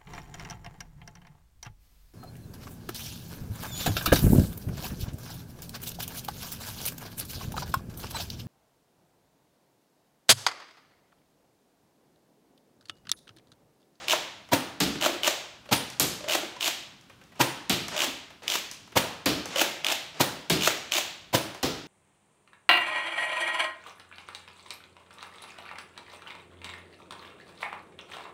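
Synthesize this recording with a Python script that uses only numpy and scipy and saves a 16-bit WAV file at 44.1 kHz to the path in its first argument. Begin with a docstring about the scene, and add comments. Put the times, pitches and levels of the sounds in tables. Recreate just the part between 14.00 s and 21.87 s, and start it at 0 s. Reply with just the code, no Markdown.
"""A pump-action toy blaster of hollow plastic in a bare basement: the grip clicks over a ratchet, scrapes, and
bangs into its stops; the spring plunger rushes forward and slams; the foam dart smacks a far panel.
Ticks, soft noise swells and knocks lie between, over a steady hum. Impulses and noise bursts excite resonant or
coloured filters, damped tones add the notes, and early echoes, diffuse decay and low modes make the room."""
import sys
import numpy as np
from scipy import signal
from scipy.fft import rfft, irfft, next_fast_len
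from scipy.io import wavfile
from scipy.ndimage import uniform_filter1d

SR = 44100
rng = np.random.default_rng(int(sys.argv[2]) if len(sys.argv) > 2 else 0)


def to_wav(sig):
    """Store sig (one row per channel, or 1-D mono) as 16-bit WAV at the path in sys.argv[1].

    Samples outside -1..1 are clipped; the rate is SR.
    """
    pcm = np.clip(np.atleast_2d(sig), -1, 1) * 32767
    pcm = np.round(pcm).astype(np.int16)
    wavfile.write(sys.argv[1], SR, pcm.T)  # frames by channels


N = 347067

# Grip strokes over the rack: first tooth t/s, first gap t/s, ratio of each gap to the last,
# first tooth to end stop t/s, first tooth level/dB, change per tooth level/dB, scrape level/dB,
# hollow rub level/dB, stop level/dB, stop knock level/dB
GRIP_STROKES = [(0.0832, .014, .8, .048, -12, -.5, -26.5, -31, -30, -11.5),
                (1.0118, .0125, .8, .0475, -17, .3, -27.5, -28, -17, -10),
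                (1.2335, .0122, .95, .041, -14, -.6, -28.5, -32.5, -15, -11.5),
                (2.2852, .0123, .995, .0645, -15.5, .2, -29, -34, -19, -12),
                (2.6086, .0188, .88, .0685, -16, -.5, -28.5, -37, -20, -18),
                (3.9652, .013, 1.02, .077, -18, 1.4, -31, -33.5, -22, -24),
                (4.4798, .021, .92, .073, -10.5, -2.2, -31, -38, -20.5, -16.5),
                (5.5594, .0125, .93, .0535, -15.5, .4, -28.5, -32.5, -13, -7.5),
                (5.846, .0203, .91, .074, -11, -1.4, -34, -32, -18.5, -22),
                (6.6092, .013, .99, .064, -18, 1.2, -28, -35, -14.5, -8),
                (6.9205, .0168, .93, .061, -10, -1.4, -27.5, -34.5, -20, -16.5)]


def amp(db):
    """Level: 20 dB is a factor of ten in amplitude."""
    return 10 ** (np.asarray(db) / 20)


def along(points, hz):
    """Logarithmic frequency scale: (f/Hz, value) points are joined by straight lines on it."""
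    f, v = np.transpose(points)
    return np.interp(np.log(hz + 1), np.log(f + 1), v)


def unit(x):
    """Root mean square: x is scaled to an rms of 1."""
    return x / np.sqrt(np.mean(x ** 2))


def filtered(x, response):
    """Linear filtering: x times a complex frequency response, scaled to keep the power of white noise."""
    size = next_fast_len(N + SR // 2)
    h = response(np.fft.rfftfreq(size, 1 / SR))
    h_rms = np.sqrt(np.mean(np.abs(h) ** 2))
    return irfft(rfft(x, size) * h / h_rms, size)[:N]


def resonant(x, modes):
    """Modal superposition: a body answers as a sum of band-pass resonances (f/Hz, width/Hz, level/dB)."""
    def response(f):
        total = 0
        for k, (centre, width, db) in enumerate(modes):
            mode = 1j * f * width / (centre * centre - f * f + 1j * f * width)
            total = total + (-1) ** k * amp(db) * mode  # neighbouring modes alternate in sign
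        return total
    return filtered(x, response)


def coloured(x, spectrum):
    """Minimum phase: a folded cepstrum turns a magnitude spectrum into a causal filter of unit energy."""
    magnitude = amp(along(spectrum, np.fft.rfftfreq(4096, 1 / SR)))
    cepstrum = irfft(np.log(magnitude + 1e-6))
    cepstrum[1:2048] *= 2
    cepstrum[2049:] = 0
    kernel = irfft(np.exp(rfft(cepstrum)))
    return signal.fftconvolve(x, kernel / np.linalg.norm(kernel))[:N]


def snaps(times, levels_db):
    """Impulse excitation: single-sample pushes, which drive all frequencies equally."""
    push = np.zeros(N)
    push[np.round(np.asarray(times) * SR).astype(int)] = amp(levels_db)
    return push


def bursts(times, levels_db, t60, rise=0.0013):
    """Exponential decay: puffs of noise start at these times and fall by 60 dB in t60 seconds."""
    envelope, t = np.zeros(N + SR), np.arange(SR // 4) / SR
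    for s, db in zip(times, levels_db):
        envelope[round(s * SR):][:len(t)] += amp(db - 60 * t / t60) * (1 - np.exp(-t / rise))
    return envelope[:N] * rng.standard_normal(N)


def swells(starts, ends, levels_db, climb_db, t60, rise=0.00037):
    """Exponential growth and decay: noise sets in, climbs by climb_db until the end time and then dies."""
    envelope, t = np.zeros(N), np.arange(N) / SR
    for a, b, db in zip(starts, ends, levels_db):
        shape_db = np.where(t < b, climb_db * (t - b) / (b - a), -60 * (t - b) / t60)
        envelope += amp(db + shape_db) * (1 - np.exp(-np.clip(t - a, 0, 1) / rise))
    return envelope * rng.standard_normal(N)


def notes(rows, t60, rise):
    """Damped oscillation: sine tones from rows of (t/s, level/dB, f/Hz) decay exponentially."""
    out, t = np.zeros(N + SR), np.arange(SR // 5) / SR
    for s, db, hz in rows:
        envelope = amp(db - 60 * t / t60) * (1 - np.exp(-t / rise))
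        out[round(s * SR):][:len(t)] += envelope * np.sin(2 * np.pi * hz * t)
    return out[:N]


def handling():
    """Light contact: crisp ticks with a bright edge, short hollow notes and soft noise swells."""
    # Light ticks of hands, trigger and bouncing darts: t/s, level/dB, bright edge level/dB
    tick_rows = [(0.489, -45, -46.5), (1.656, -42, -56), (1.902, -47, -31), (3.012, -65, -49),
                 (3.097, -43, -52), (3.213, -46.5, -59), (3.239, -60, -50), (3.32, -47, -60),
                 (3.357, -48.5, -54), (3.883, -30.5, -26), (4.303, -41.5, -57), (4.433, -37.5, -42),
                 (4.714, -41.5, -27), (4.876, -49, -49), (4.921, -41, -48), (5.457, -32.5, -27.5),
                 (6.042, -55, -42), (7.547, -35, -39)]
    # Soft noise swells: room decay of an earlier sound at the opening, then hands shifting on plastic:
    # start t/s, end t/s, level/dB
    swell_rows = [(0, 0.048, -41), (0.05, 0.094, -46), (3.354, 3.42, -53), (3.915, 3.955, -35),
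                  (4.42, 4.49, -46), (5.503, 5.58, -37), (6.143, 6.2, -46)]
    # Soft hollow knocks, as of loose darts shifting in their tubes: t/s, level/dB, f/Hz
    knock_rows = [(0.955, -24, 342), (1.129, -24.5, 332), (1.689, -28.5, 576), (2.206, -30, 594),
                  (2.241, -24.5, 587), (2.279, -21.5, 645), (2.292, -17.5, 610), (2.431, -27.5, 340),
                  (2.563, -30, 990), (3.961, -22, 615), (4.077, -25.5, 264), (5.559, -18, 556),
                  (5.661, -29, 680)]
    # Spectrum of the soft noise in swells and knocks: f/Hz, relative level/dB
    soft_spectrum = [(200, -4.5), (600, 2), (3000, -2.5), (7000, -10.5), (15000, -36)]

    s, tick_db, bright_db = np.transpose(tick_rows)
    tick = resonant(bursts(s, tick_db, t60=0.053), [(1190, 4800, 0.043), (2800, 5000, -1.6)])
    edge_push = snaps(s, bright_db + 12.5) + bursts(s, bright_db - 4.0, t60=0.017)
    edge = resonant(edge_push, [(5740, 1560, 5.5), (12500, 11000, -15.5)])
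    soft_swell = coloured(swells(*np.transpose(swell_rows), climb_db=4.0, t60=0.03), soft_spectrum)
    knock_s, knock_db, _ = np.transpose(knock_rows)
    knock = notes(knock_rows, t60=0.058, rise=0.004)
    knock += coloured(bursts(knock_s, knock_db - 7, t60=0.034), soft_spectrum)
    return tick + edge + knock + soft_swell


def teeth():
    """Geometric spacing: gaps between teeth change by a steady ratio as the hand speeds up or slows."""
    tooth_count, scatter_db = 5, .8
    first, gap, ratio, run, db, step_db = np.transpose(GRIP_STROKES)[:6, :, None]
    k = np.arange(tooth_count)
    gaps = gap * ratio ** k
    s = first + np.cumsum(gaps, axis=1) - gaps
    level_db = db + step_db * k + scatter_db * rng.standard_normal(s.shape)
    before_stop = s < first + run
    return s[before_stop], level_db[before_stop]


def grip():
    """Ratchet impacts and stick-slip friction: clicks over a hollow scrape, then a clack that knocks the shell."""
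    # Resonances of the pawl: f/Hz, width/Hz, relative level/dB
    pawl_modes = [(1440, 740, -16), (3020, 365, 16), (4640, 1200, -47), (5960, 990, -10.5),
                  (6340, 2040, 6.5), (12740, 12000, -8)]
    # Resonances of the hollow shell: f/Hz, width/Hz, relative level/dB
    shell_modes = [(331, 37.7, 1.5), (617, 88, 3.5), (824, 450, -1.5), (1680, 840, -6)]
    # Short notes of a struck tooth: f/Hz, level against the tooth/dB
    pawl_notes = [(2520, -8), (2940, -2), (3420, -7)]
    # Spectrum of the scrape: f/Hz, relative level/dB
    scrape_spectrum = [(590, -40), (1000, -35), (2200, 4.5), (2650, 10), (4730, 3), (7020, 4.5),
                       (9280, -6.5), (13100, -3), (16000, -4.5)]
    lead_s, note_scatter_db = .009, 2.5  # the grip moves for lead_s before the first tooth

    first, _, _, run, _, _, scrape_db, hollow_db, stop_db, knock_db = np.transpose(GRIP_STROKES)
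    start, stop = first - lead_s, first + run

    s, db = teeth()
    scatter_db = note_scatter_db * rng.standard_normal((len(s), len(pawl_notes)))
    struck = []
    for at, level, row in zip(s, db, scatter_db):
        for (hz, note_db), d in zip(pawl_notes, row):
            struck.append((at, level + note_db + d, hz))
    ping = notes(struck, t60=.009, rise=.0002)
    strike = snaps(s, db - 1.5) + bursts(s, db - 5, t60=0.013, rise=.0003)
    clicks = ping + resonant(strike, pawl_modes)

    grit = amp(3 * unit(uniform_filter1d(rng.standard_normal(N), size=60)))  # stick and slip
    rub = grit * swells(start, stop, scrape_db, climb_db=11, t60=.03, rise=.008)
    scrape = coloured(rub, scrape_spectrum)
    hollow = grit * swells(start, stop, hollow_db, climb_db=8.5, t60=0.01, rise=0.0027)

    stop_hit = bursts(stop, stop_db, t60=0.045, rise=0.0015) + snaps(stop + .0015, stop_db + 9)
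    clack = coloured(stop_hit, scrape_spectrum)
    knock = bursts(stop, knock_db, t60=0.026, rise=0.0016)
    return clicks + scrape + clack + resonant(hollow + knock, shell_modes)


def shots():
    """Air-column resonance and impact: air swells in the barrel, the plunger slams and the spring sings on."""
    # Shots: release t/s, plunger run t/s, slam level/dB, spring ring level/dB
    shot_rows = [(0.514, 0.018, -14.5, -35.5), (1.71, 0.016, -13, -30.5), (3.392, 0.017, -13.5, -32.5),
                 (4.953, 0.018, -13.5, -36.5), (6.194, .0135, -12.5, -34), (7.327, 0.02, -15, -34.5)]
    # Resonances of the barrel: f/Hz, width/Hz, relative level/dB
    barrel_modes = [(125, 46, -4), (286, 22.6, 0.5), (334, 35, -5.5), (539, 88, -4.5), (942, 95, -3),
                    (1580, 290, -26.5)]
    # Resonance of the spring: f/Hz, width/Hz, relative level/dB
    spring_modes = [(9420, 60, 0)]
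    # Spectrum of the slam: f/Hz, relative level/dB
    slam_spectrum = [(590, -16), (1000, -13), (1240, -3.5), (3050, -1), (7610, -9), (10100, -17),
                     (15000, -9), (15900, -28), (16500, -33)]
    # air, slide, snap and ringing barrel against the slam
    rush_db, slide_db, snap_db, hollow_db = 0.53, -9.5, -8, -16

    release, run, slam_db, ring_db = np.transpose(shot_rows)
    slam = release + run
    air = swells(release, slam, slam_db + rush_db, climb_db=15.0, t60=0.025, rise=0.0037)
    rush = resonant(air, barrel_modes)
    rush += resonant(bursts(slam, slam_db + hollow_db, t60=0.29, rise=0.0028), barrel_modes)
    sliding = swells(release, slam, slam_db + slide_db, climb_db=8.5, t60=0.067, rise=0.0071)
    slide = coloured(sliding, slam_spectrum)
    hit = bursts(slam, slam_db, t60=0.066, rise=.002) + snaps(slam + .004, slam_db + snap_db)
    bang = coloured(hit, slam_spectrum)
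    ring = resonant(bursts(slam, ring_db, t60=0.25, rise=0.014), spring_modes)
    return rush + slide + bang + ring


def landings():
    """Impact on a plate: the rubber tip cracks on the panel, which rattles and booms in its modes."""
    # Darts landing: t/s, smack level/dB, crack level/dB, thud level/dB
    landing_rows = [(0.803, -19, -7, -22.5), (1.9981, -18.5, 3, -27.5), (3.696, -18.5, -5.5, -24),
                    (5.2587, -18.5, -8, -23), (6.4986, -18, -6, -22.5), (7.6292, -21.5, -13, -24.5)]
    # Resonances of the panel: f/Hz, width/Hz, relative level/dB
    panel_modes = [(67, 16.6, 0.5), (139.6, 22, -1), (182, 49, 1), (305, 64, 1), (448, 70, -5.5),
                   (664, 150, -11)]
    # Spectrum of the smack: f/Hz, relative level/dB
    smack_spectrum = [(290, -17), (500, 4.5), (1810, 1), (3880, 5.5), (7060, -4.5), (8930, -10.5),
                      (12900, -16.5), (15600, -8), (16500, -45)]

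    s, smack_db, crack_db, thud_db = np.transpose(landing_rows)
    tip_push = snaps(s, crack_db) + bursts(s, crack_db - 9.5, t60=0.01)
    crack = resonant(tip_push, [(7000, 2000, 0.013), (12900, 1100, 0.09)])
    smack = coloured(bursts(s, smack_db, t60=0.096), smack_spectrum)
    thud = resonant(bursts(s, thud_db, t60=0.22, rise=0.00077), panel_modes)
    return crack + smack + thud


def walls(x):
    """Specular reflection: early echoes return from floor, joists and posts."""
    echoes = np.zeros(SR // 20)
    for s, db in [(.0021, -41), (.0047, -63), (.0078, -1.5), (.0115, -4.5), (.0163, -17), (.022, 0.5), (.031, 2.5)]:
        echoes[round(s * SR)] = amp(db)
    return signal.fftconvolve(x, echoes)[:N]


def room(x):
    """Diffuse reverberation: the energy of each band is stored, dies at its own speed and returns as noise."""
    # Reverberation time of the room: f/Hz, t60 t/s
    room_t60 = [(100, 0.81), (260, 0.6), (700, 0.73), (1840, 0.75), (4850, 0.68), (12800, 0.36)]
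    # Colour of the reverberation: f/Hz, gain level/dB
    room_colour = [(300, -3.5), (700, -0.75), (1500, -1.63), (3000, 3), (7000, 0.5), (15000, -0.5)]

    shape = dict(nperseg=512, noverlap=384)
    hz, t, z = signal.stft(x, SR, **shape)
    energy = uniform_filter1d(np.abs(z) ** 2, size=3, axis=0)
    # energy spreads over more neighbouring bands in the treble
    energy = np.where(hz[:, None] > 1200, uniform_filter1d(energy, size=25, axis=0), energy)
    keep = amp(-120 * t[1] / along(room_t60, hz))  # share of energy left after one frame
    # energy enters the store three frames late
    stored = np.array([signal.lfilter([0, 0, 0, 1 - k], [1, -k], e) for k, e in zip(keep, energy)])
    noise = signal.stft(rng.standard_normal(N), SR, **shape)[2]
    carrier = unit(np.abs(noise)) * np.exp(1j * np.angle(noise))
    gain = np.sqrt(np.abs(stored)) * amp(along(room_colour, hz))[:, None]
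    return signal.istft(carrier * gain, SR, **shape)[1][:N]


def boom(x, t60):
    """Low reverberant decay: a new noise tail each quarter second, so that no single tail pattern repeats."""
    # Spectrum of the low notes that the room sustains: f/Hz, relative level/dB
    mode_spectrum = [(30, -13), (100, -4), (450, -3), (900, -13.5), (2000, -83)]
    wet, step, t = np.zeros(N + 2 * SR), SR // 4, np.arange(SR) / SR
    for start in range(0, N, step):
        tail = amp(-60 * t / t60) * rng.standard_normal(SR)
        part = signal.fftconvolve(x[start:start + step], tail / np.linalg.norm(tail))
        wet[start:][:len(part)] += part
    return coloured(wet[:N], mode_spectrum)


def scene():
    """Superposition: near blaster, far darts, room and its steady hum add up."""
    # Spectrum of the hum: f/Hz, relative level/dB
    hum_spectrum = [(15, -29), (25, 12), (166, 10.5), (335, 2.5), (489, -5.5), (531, -7), (1520, -4.5),
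                    (1890, -14), (2840, -8), (14400, -26.5), (16000, -24)]
    handle, fire, far, small = grip(), shots(), landings(), handling()
    # what each source sends into the room
    sent = amp(-5.5) * handle + amp(-7.5) * fire + amp(-1) * far + amp(-3.5) * small
    hum = amp(-56.5) * coloured(rng.standard_normal(N), hum_spectrum)
    space = amp(-11.5) * walls(sent) + room(sent) + amp(-16.5) * boom(sent, t60=0.6)
    return (handle + fire + far + small + space + hum)[None]


def record(dry):
    """Band limiting: the microphone loses deep bass; the recorder drops steeply and keeps nothing past its edge."""
    top_hz, edge_hz = 15800, 17150
    hz = np.fft.rfftfreq(N, 1 / SR)
    bass = (1j * hz / (1j * hz + 55)) ** 3  # three high-pass stages with a 55 Hz corner
    drop = amp(-22 * np.clip((hz - top_hz + 150) / 300, 0, 1))
    edge = np.clip((edge_hz - hz) / 300, 0, 1)
    return irfft(rfft(dry) * bass * drop * edge, N)


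dry = scene()
out = record(dry)
to_wav(out)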